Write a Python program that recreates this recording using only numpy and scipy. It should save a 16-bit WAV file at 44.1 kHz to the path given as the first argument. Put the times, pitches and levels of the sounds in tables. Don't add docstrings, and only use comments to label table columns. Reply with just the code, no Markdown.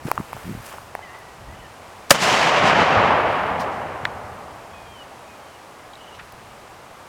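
import sys
import numpy as np
from scipy import signal
from scipy.fft import rfft, irfft, next_fast_len
from scipy.io import wavfile
from scipy.ndimage import uniform_filter1d

SR = 44100
rng = np.random.default_rng(int(sys.argv[2]) if len(sys.argv) > 2 else 0)


def log_audio(samples):
    frames = np.atleast_2d(samples).T
    limited = np.clip(frames, -1, 1)
    pcm = np.round(limited * 32767).astype(np.int16)
    wavfile.write(sys.argv[1], SR, pcm)


def elevation(decibels):
    levels = np.asarray(decibels, float)
    return 10 ** (levels / 20)


N = 312624
TIME = np.arange(N) / SR
COARSE_TIME = TIME[::32]


def noise(n=N):
    return rng.standard_normal(n)


def walk(rate_hz):
    hold = int(SR / rate_hz)
    steps = np.repeat(noise(N // hold + 1), hold)
    return 1.35 * uniform_filter1d(uniform_filter1d(steps, hold), hold)[:N]


def unit(x):
    return x / np.sqrt(np.mean(x ** 2))


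def band(x, hz, width_hz):
    return signal.lfilter(*signal.iirpeak(hz, hz / width_hz, SR), x)


def band_twice(x, hz, width_hz):
    return unit(band(band(x, hz, width_hz), hz, width_hz))


def bin_hz(size):
    return np.maximum(np.arange(size // 2 + 1) * SR / size, 1.)


def tint(x, colour):
    size = next_fast_len(len(x))
    hz, db = np.transpose(colour)
    gain_db = np.interp(np.log(bin_hz(size)), np.log(hz), db)
    return unit(irfft(rfft(x, size) * elevation(gain_db), size)[:len(x)])


def thirds(x):
    size = next_fast_len(len(x))
    spectrum = rfft(x, size)
    place = 3 * np.log2(bin_hz(size))
    for hz in 25 * 2 ** (np.arange(29) / 3):
        triangle = np.clip(1 - abs(place - 3 * np.log2(hz)), 0, 1)
        yield hz, irfft(spectrum * triangle, size)[:len(x)]


def add(out, s, piece):
    i = int(s * SR)
    out[i:i + len(piece)] += piece[:N - i]


def swell(s, db, rise_s, fall_s):
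    away = (COARSE_TIME - s) / np.where(COARSE_TIME < s, rise_s, fall_s)
    return np.interp(TIME, COARSE_TIME, elevation(db - 12 * away ** 2))


def bursts(events):
    out, t = np.zeros(N), TIME[:9000]
    for s, db, rise_s, t60_s, hz, width_hz in events:
        shape = (1 - np.exp(-t / rise_s)) * elevation(-60 * t / t60_s)
        add(out, s, elevation(db) * shape * band_twice(noise(len(t)), hz, width_hz))
    return out


def strikes(events, overtone_ratio, late_s):
    out, t = np.zeros(N), TIME[:2500]
    for s, db, hz, t60_s, overtone_db, edge_db in events:
        shape = (1 - np.exp(-t * hz / 0.36)) ** 2 * elevation(-60 * t / t60_s)
        overtone_gain = elevation(overtone_db + 3.0 - 60 * t / (1.5 * t60_s))
        overtone = overtone_gain * np.sin(2 * np.pi * overtone_ratio * hz * t)
        ring = shape * (np.sin(2 * np.pi * hz * t) - overtone)
        edge = band(noise(len(t)), 13500.0, 15000.0) * elevation(-60 * t / 0.0035)
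        add(out, s + late_s, elevation(db) * (ring / shape.max() + elevation(edge_db + 7.0) * edge))
    return out


# f/Hz, density/dB
FIELD_COLOUR = [(20, -15), (43, -8.5), (90, -1), (160, -6), (300, -6), (500, -2.5), (760, 0), (1150, -2.5),
                (1500, -7.5), (2900, -14), (3500, -17.5), (9000, -24), (14000, -31.5), (17300, -40)]
FIELD_DB = -42
DUCK_FROM_DB, DUCK_SHARE = -19, 0.32


def field():
    air = tint(noise(), FIELD_COLOUR)
    bass = signal.lfilter(*signal.butter(2, 250., fs=SR), air)
    air = (air - bass) * elevation(.4 * walk(2.97)) + bass * elevation(1.8 * walk(5))
    duck_db = -DUCK_SHARE * np.clip(roll_level_db() - DUCK_FROM_DB, 0, None)
    return air * elevation(FIELD_DB + duck_db)


# t/s, length/s, first f/Hz, last f/Hz, level/dB
CHIRPS = [(1.008, .025, 1600, 2000, -46), (1.022, .065, 2090, 1830, -43), (1.085, .11, 1840, 2010, -48),
          (1.075, .25, 2060, 1900, -52), (1.025, .035, 3100, 2950, -52), (1.075, .07, 2770, 2800, -55),
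          (1.22, .14, 1950, 1900, -54), (1.2, .02, 1850, 1700, -49), (1.625, .05, 1870, 1740, -47),
          (2.02, .05, 2480, 2150, -56), (4.735, .23, 2520, 2330, -50.5), (4.73, .12, 3350, 3300, -56.5),
          (5.275, .1, 2520, 2450, -52), (5.79, .04, 2080, 2020, -52), (5.84, .04, 1720, 1680, -52)]
SLIDES = [
    (4.85, .18, 3230, 2860, -44.5),
    (5.4, .18, 3150, 2780, -52.5),
    (1.42, .125, 1900, 2030, -50),
]
CHIRP_FADE_DB, SLIDE_GROW_DB = 8, 15
CHIRP_SAG, SLIDE_SAG = 1.2, 2.3


def whistles():
    out, wobble, flutter = np.zeros(N), 1 + .006 * walk(150), elevation(2.1 * walk(90))
    kinds = (CHIRPS, 0, -CHIRP_FADE_DB, CHIRP_SAG), (SLIDES, -SLIDE_GROW_DB, 0, SLIDE_SAG)
    for notes, first_db, last_db, sag in kinds:
        for start_s, length_s, first_hz, last_hz, db in notes:
            span = slice(int(start_s * SR) - 400, int((start_s + length_s) * SR) + 400)
            done = np.clip((TIME[span] - start_s) / length_s, 0, 1)
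            hz = (first_hz + (last_hz - first_hz) * done ** sag) * wobble[span]
            phase = 2 * np.pi * np.cumsum(hz) / SR
            gain = (done > 0) * (done < 1) * elevation(db + first_db + (last_db - first_db) * done)
            gain = uniform_filter1d(gain, size=400)
            out[span] += np.sqrt(2) * gain * flutter[span] * np.sin(phase)
    return out


# t/s, length/s, f/Hz, level/dB
TRILLS = [
    (1.536, 0.14, 2960, -55),
    (5.975, .125, 2970, -52.5),
    (6.100, .1, 2900, -53.5),
]


def trills():
    out, pips = np.zeros(N), noise() * elevation(2.5 * walk(90))
    for start_s, length_s, hz, db in TRILLS:
        gate = uniform_filter1d(1. * (TIME > start_s) * (TIME < start_s + length_s), size=600)
        out += elevation(db) * gate * band_twice(pips, hz, 240.)
    return out


# peak t/s, level/dB, rise/s, fall/s
PUFFS = [
    (.06, -41, .08, .12),
    (.195, -38, .05, .05),
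    (.34, -46, .05, .06),
    (.5, -41, .09, .18),
    (.78, -54, .12, .1),
    (1.52, -42.5, .15, .14),
]


def wind():
    rumble = band(noise() * elevation(2.0 * walk(40.1)), 73.0, 100.0)
    rumble = unit(band(rumble, 76.0, 150.0))
    return sum(swell(*puff) for puff in PUFFS) * rumble


# peak t/s, level/dB, rise/s, fall/s, body minus level/dB
RUSTLE = [
    (.075, -47, .035, .035, 2),
    (.17, -57, .15, .08, -4),
    (.47, -49.5, .33, .3, 4),
    (.66, -48.5, .025, .07, 1),
    (.75, -55, .08, .15, -2),
]
# f/Hz, density/dB
RUSTLE_COLOUR = [(1500, -35), (3000, -14), (4500, 4), (8000, 3), (11000, 1), (14500, -1), (17000, -9)]


def rustle():
    grains = noise() * elevation(1.7 * walk(400))
    hiss = tint(grains, RUSTLE_COLOUR)
    body = unit(band(band(grains, 1200., 1900.), 1200., 2600.))
    return sum(swell(s, db, rise_s, fall_s) * (hiss + elevation(body_db) * body)
               for s, db, rise_s, fall_s, body_db in RUSTLE)


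# t/s, peak/dB, ring f/Hz, ring t60/s, overtone minus peak/dB
SNAPS = [(.665, -39, 5000, .005, 1), (1.05, -37, 2300, .005, -9), (1.19, -48, 5000, .005, 1),
         (4.0518, -20, 2000, .0056, -5), (4.0536, -4.5, 1680, .0041, -9), (4.056, -22, 1950, .017, -17),
         (5.9343, -36.5, 3800, .015, -22), (5.936, -38, 3300, .015, -22), (5.9548, -35, 3850, .014, -22),
         (6.195, -31, 1850, .0093, -20), (6.3234, -44, 5000, .005, 2)]
SNAP_EDGE_HZ, SNAP_EDGE_DB_OCTAVE = 5000., 17


def snaps():
    events = []
    for s, db, hz, t60_s, overtone_db in SNAPS:
        edge_db = overtone_db + SNAP_EDGE_DB_OCTAVE * np.log2(hz / SNAP_EDGE_HZ)
        events.append((s, db, hz, t60_s, overtone_db, edge_db))
    return strikes(events, 2.1, 0)


# t/s, level/dB, t60/s, f/Hz, width/Hz
SCRAPES = [(.066, -30, .11, 1300, 2037), (.101, -26, .02, 750, 900), (.712, -30, .12, 1026, 1300),
           (.734, -25.5, .075, 650, 830), (1.142, -29, .063, 880, 900), (3.592, -31, .15, 4259, 3500),
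           (3.598, -42, .10, 9000, 6000), (3.6, -45, .10, 14600, 3000), (3.705, -45, .35, 4630, 4630),
           (4.0512, -28.5, .012, 5500, 5000), (6.14, -39, .10, 3000, 2200), (6.188, -27, .09, 1600, 1000)]
SCRAPE_RISE_SHARE = .08


def scrapes():
    return bursts([(s, db, SCRAPE_RISE_SHARE * t60_s, t60_s, hz, width_hz)
                   for s, db, t60_s, hz, width_hz in SCRAPES])


# t/s, peak/dB, ring f/Hz
KNOCKS = [(.053, -19, 150), (.062, -25, 190), (.079, -25.5, 330), (.1855, -30, 169), (.2015, -19.5, 192),
          (.347, -32.5, 110), (.443, -37, 140), (.454, -30, 130), (.466, -28, 149), (.477, -26, 160),
          (.489, -29, 170), (.4945, -23.5, 200), (.504, -26, 169), (.512, -23, 151), (.524, -28, 170),
          (.55, -25.5, 170), (.575, -31, 140), (.6, -36, 120)]
KNOCK_CYCLES, KNOCK_OVERTONE_DB, KNOCK_EDGE_DB = 4.3, -8, -48


def knocks():
    return strikes([(s, db, hz, KNOCK_CYCLES / hz, KNOCK_OVERTONE_DB, KNOCK_EDGE_DB)
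                    for s, db, hz in KNOCKS], 1.92, -0.0011)


# t/s, peak/dB, ring f/Hz, overtone minus peak/dB, edge minus peak/dB
TICKS = [(.084, -18.5, 450, -8, -26), (.1147, -3, 960, -13, -15), (.177, -8.5, 1140, -23, -38),
         (.189, -29, 401, -18, -29), (.195, -24, 1110, -21, -28), (.209, -24, 991, -17, -29),
         (.33, -15, 945, -11, -19), (.3655, -23, 738, -18, -19), (.371, -26.5, 1280, -17, -19),
         (.783, -22.5, 1090, -19, -29), (.951, -14.5, 780, -3, -19), (.991, -24, 850, -18, -30)]
TICK_T60_S, TICK_DAMP_S_DB = .0033, .00011


def ticks():
    return strikes([(s, db, hz, TICK_T60_S - TICK_DAMP_S_DB * edge_db, overtone_db, edge_db)
                    for s, db, hz, overtone_db, edge_db in TICKS], 2.39, .0007)


# t/s, level gain/dB, treble gain/dB, bass gain/dB
SURGES = [(2.121, 9, 0, 0), (2.152, 4, 0, 2), (2.182, -1, -1.5, -2), (2.235, 0, 1, 2), (2.34, .5, 0, 4),
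          (2.53, 0, -2, -1), (2.625, -.5, -1.5, 5), (2.675, 1.8, 2.5, 2), (2.81, 1.8, 1, 4),
          (2.87, -1.5, 1, -1), (2.935, 1.2, 0, 0), (2.98, 1.2, -1.5, 3), (3.15, 0, -2, 1), (3.23, 0, -2, 2),
          (3.46, 0, 0, 1), (3.62, 1, 0, 0), (3.72, 0, 0, -3), (3.9, 0, 1.5, 2), (4.08, 0, 2, 3)]
SHOT_S = 2.09
SURGE_HALF_S = .042


def surge(column):
    gain_db = 0
    for row in SURGES:
        half_s = SURGE_HALF_S * (row[0] - SHOT_S) ** .5
        gain_db = gain_db + row[column] * np.exp(-((COARSE_TIME - row[0]) / half_s) ** 2)
    return np.interp(TIME, COARSE_TIME, gain_db)


# t/s, level/dB
ROLL = [
    (2.108, -55),
    (2.128, -29),
    (2.205, -26.5),
    (2.225, -20.5),
    (2.5, -17.5),
    (3.1, -16.3),
    (3.5, -23),
    (4.45, -40),
    (5.5, -60),
]


def roll_level_db():
    s, db = np.transpose(ROLL)
    return np.interp(TIME, s, db, left=-120., right=-120.)


# f/Hz, density/dB
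ROLL_COLOUR = [(25, -37), (80, -8), (144, -6.5), (345, -7.5), (520, -1.5), (680, 2), (1150, -0.5),
               (1400, -5), (2000, -8), (3050, -13.5), (3500, -20.5), (5000, -27.5), (7000, -37),
               (18000, -85)]
ROLL_REF_TREBLE_DB, ROLL_REF_BASS_DB = -17.5, -13.5
AIR_FROM_S, AIR_START_DB, AIR_LOSS_DB, AIR_TIME_S = 2.22, -4.8, -38, 1.8
BASS_DB, BASS_NEAR_DB, BASS_NEAR_S = -14.5, 6, .04
BASS_LINGERS_FROM_S, BASS_LINGERS_DB_S = 3.7, 4.5
DEEP_START_DB, DEEP_GROWS_DB_S, DEEP_TOP_DB, DEEP_HZ = -7.5, 8, 8, 150.


def roll():
    span = slice(int(ROLL[0][0] * SR), int(ROLL[-1][0] * SR))
    late_s = np.clip(TIME - AIR_FROM_S, 0, None)
    treble_db = AIR_START_DB + AIR_LOSS_DB * (1 - np.exp(-late_s / AIR_TIME_S)) + surge(2)
    treble_db = treble_db[span] - ROLL_REF_TREBLE_DB
    bass_db = BASS_DB + BASS_NEAR_DB * np.exp(-late_s / BASS_NEAR_S)
    bass_db = bass_db + BASS_LINGERS_DB_S * np.clip(TIME - BASS_LINGERS_FROM_S, 0, None)
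    bass_db = bass_db + surge(3) + 1.1 * walk(14)
    bass_db = bass_db[span] - ROLL_REF_BASS_DB
    deep_db = np.minimum(DEEP_START_DB + DEEP_GROWS_DB_S * late_s[span], DEEP_TOP_DB)
    echoes = tint((noise() * elevation(0.66 * walk(250)))[span], ROLL_COLOUR)
    out, heard = np.zeros(N), 0
    for hz, part in thirds(echoes):
        air = np.clip(np.log(hz / 877.0) / np.log(4200 / 946.0), 0, None) ** 1.7
        ground = np.clip(np.log(510.0 / hz), 0, 1)
        deep = np.clip(2 * np.log(DEEP_HZ / hz), 0, 1)
        heard = heard + part * elevation(air * treble_db + ground * bass_db + deep * deep_db)
    out[span] = heard
    return out * elevation(roll_level_db() + surge(1) + 0.97)


BARREL_EDGE_DB = -45
# t/s, peak/dB, ring f/Hz
THUMPS = [
    (2.64, -21, 175),
    (2.8, -22, 140),
    (2.968, -17.5, 102),
    (3.09, -21, 225),
    (3.595, -25, 205),
    (4.03, -32, 135),
]
THUMP_CYCLES, THUMP_OVERTONE_DB = 11, -9


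def thumps():
    return strikes([(s, db, hz, THUMP_CYCLES / hz, THUMP_OVERTONE_DB, BARREL_EDGE_DB)
                    for s, db, hz in THUMPS], 1.9, 0)


# t/s, peak/dB
SLAPS = [
    (2.148, -5),
    (2.1545, -9),
    (2.2185, -12),
    (2.24, -9),
    (2.2665, -10),
    (2.28, -6),
    (2.352, -17),
]


def slaps():
    out, t = np.zeros(N), TIME[:200]
    wave = np.exp(-t / 0.00054) * np.cos(2 * np.pi * 890.0 * t)
    wave = signal.lfilter(*signal.butter(2, 4500., fs=SR), wave)
    for s, db in SLAPS:
        add(out, s, elevation(db) * wave / wave.max())
    return out


# t/s, peak/dB, ring f/Hz, overtone minus peak/dB
BARREL = [
    (2.1111, -2.5, 560, -6),
    (2.1065, -12, 140, 2),
]
BARREL_T60_S = .032


def barrel():
    return strikes([(s, db, hz, BARREL_T60_S, overtone_db, BARREL_EDGE_DB)
                    for s, db, hz, overtone_db in BARREL], 1.9, 0)


# t/s, level/dB, rise/s, t60/s, f/Hz
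SHOT = [
    (2.0961, -20, .003, .028, 4500),
    (2.1048, -12, .0004, .020, 8600),
    (2.1061, 5, .0015, .038, 1200),
    (2.1068, 11.5, .0012, .018, 3900),
    (2.1120, -14, .0024, .08, 6500),
]
SHOT_WIDTH = 1.65


def shot():
    return bursts([(s, db, rise_s, t60_s, hz, SHOT_WIDTH * hz) for s, db, rise_s, t60_s, hz in SHOT])


def scene():
    background = field() + whistles() + trills() + wind()
    near = rustle() + snaps() + scrapes() + knocks() + ticks()
    echoes = roll() + thumps() + slaps()
    return (background + near + echoes + barrel() + shot())[None]


def band_limit(x):
    return signal.sosfilt(signal.butter(12, 18300, fs=SR, output="sos"), x)


def record(dry):
    top_cut = signal.ellip(6, .2, 50, 17800, fs=SR, output="sos")
    cut = signal.sosfilt(top_cut, np.clip(dry, -1, 1))
    return band_limit(np.clip(cut, -1, 1))


dry = scene()
out = record(dry)
log_audio(out)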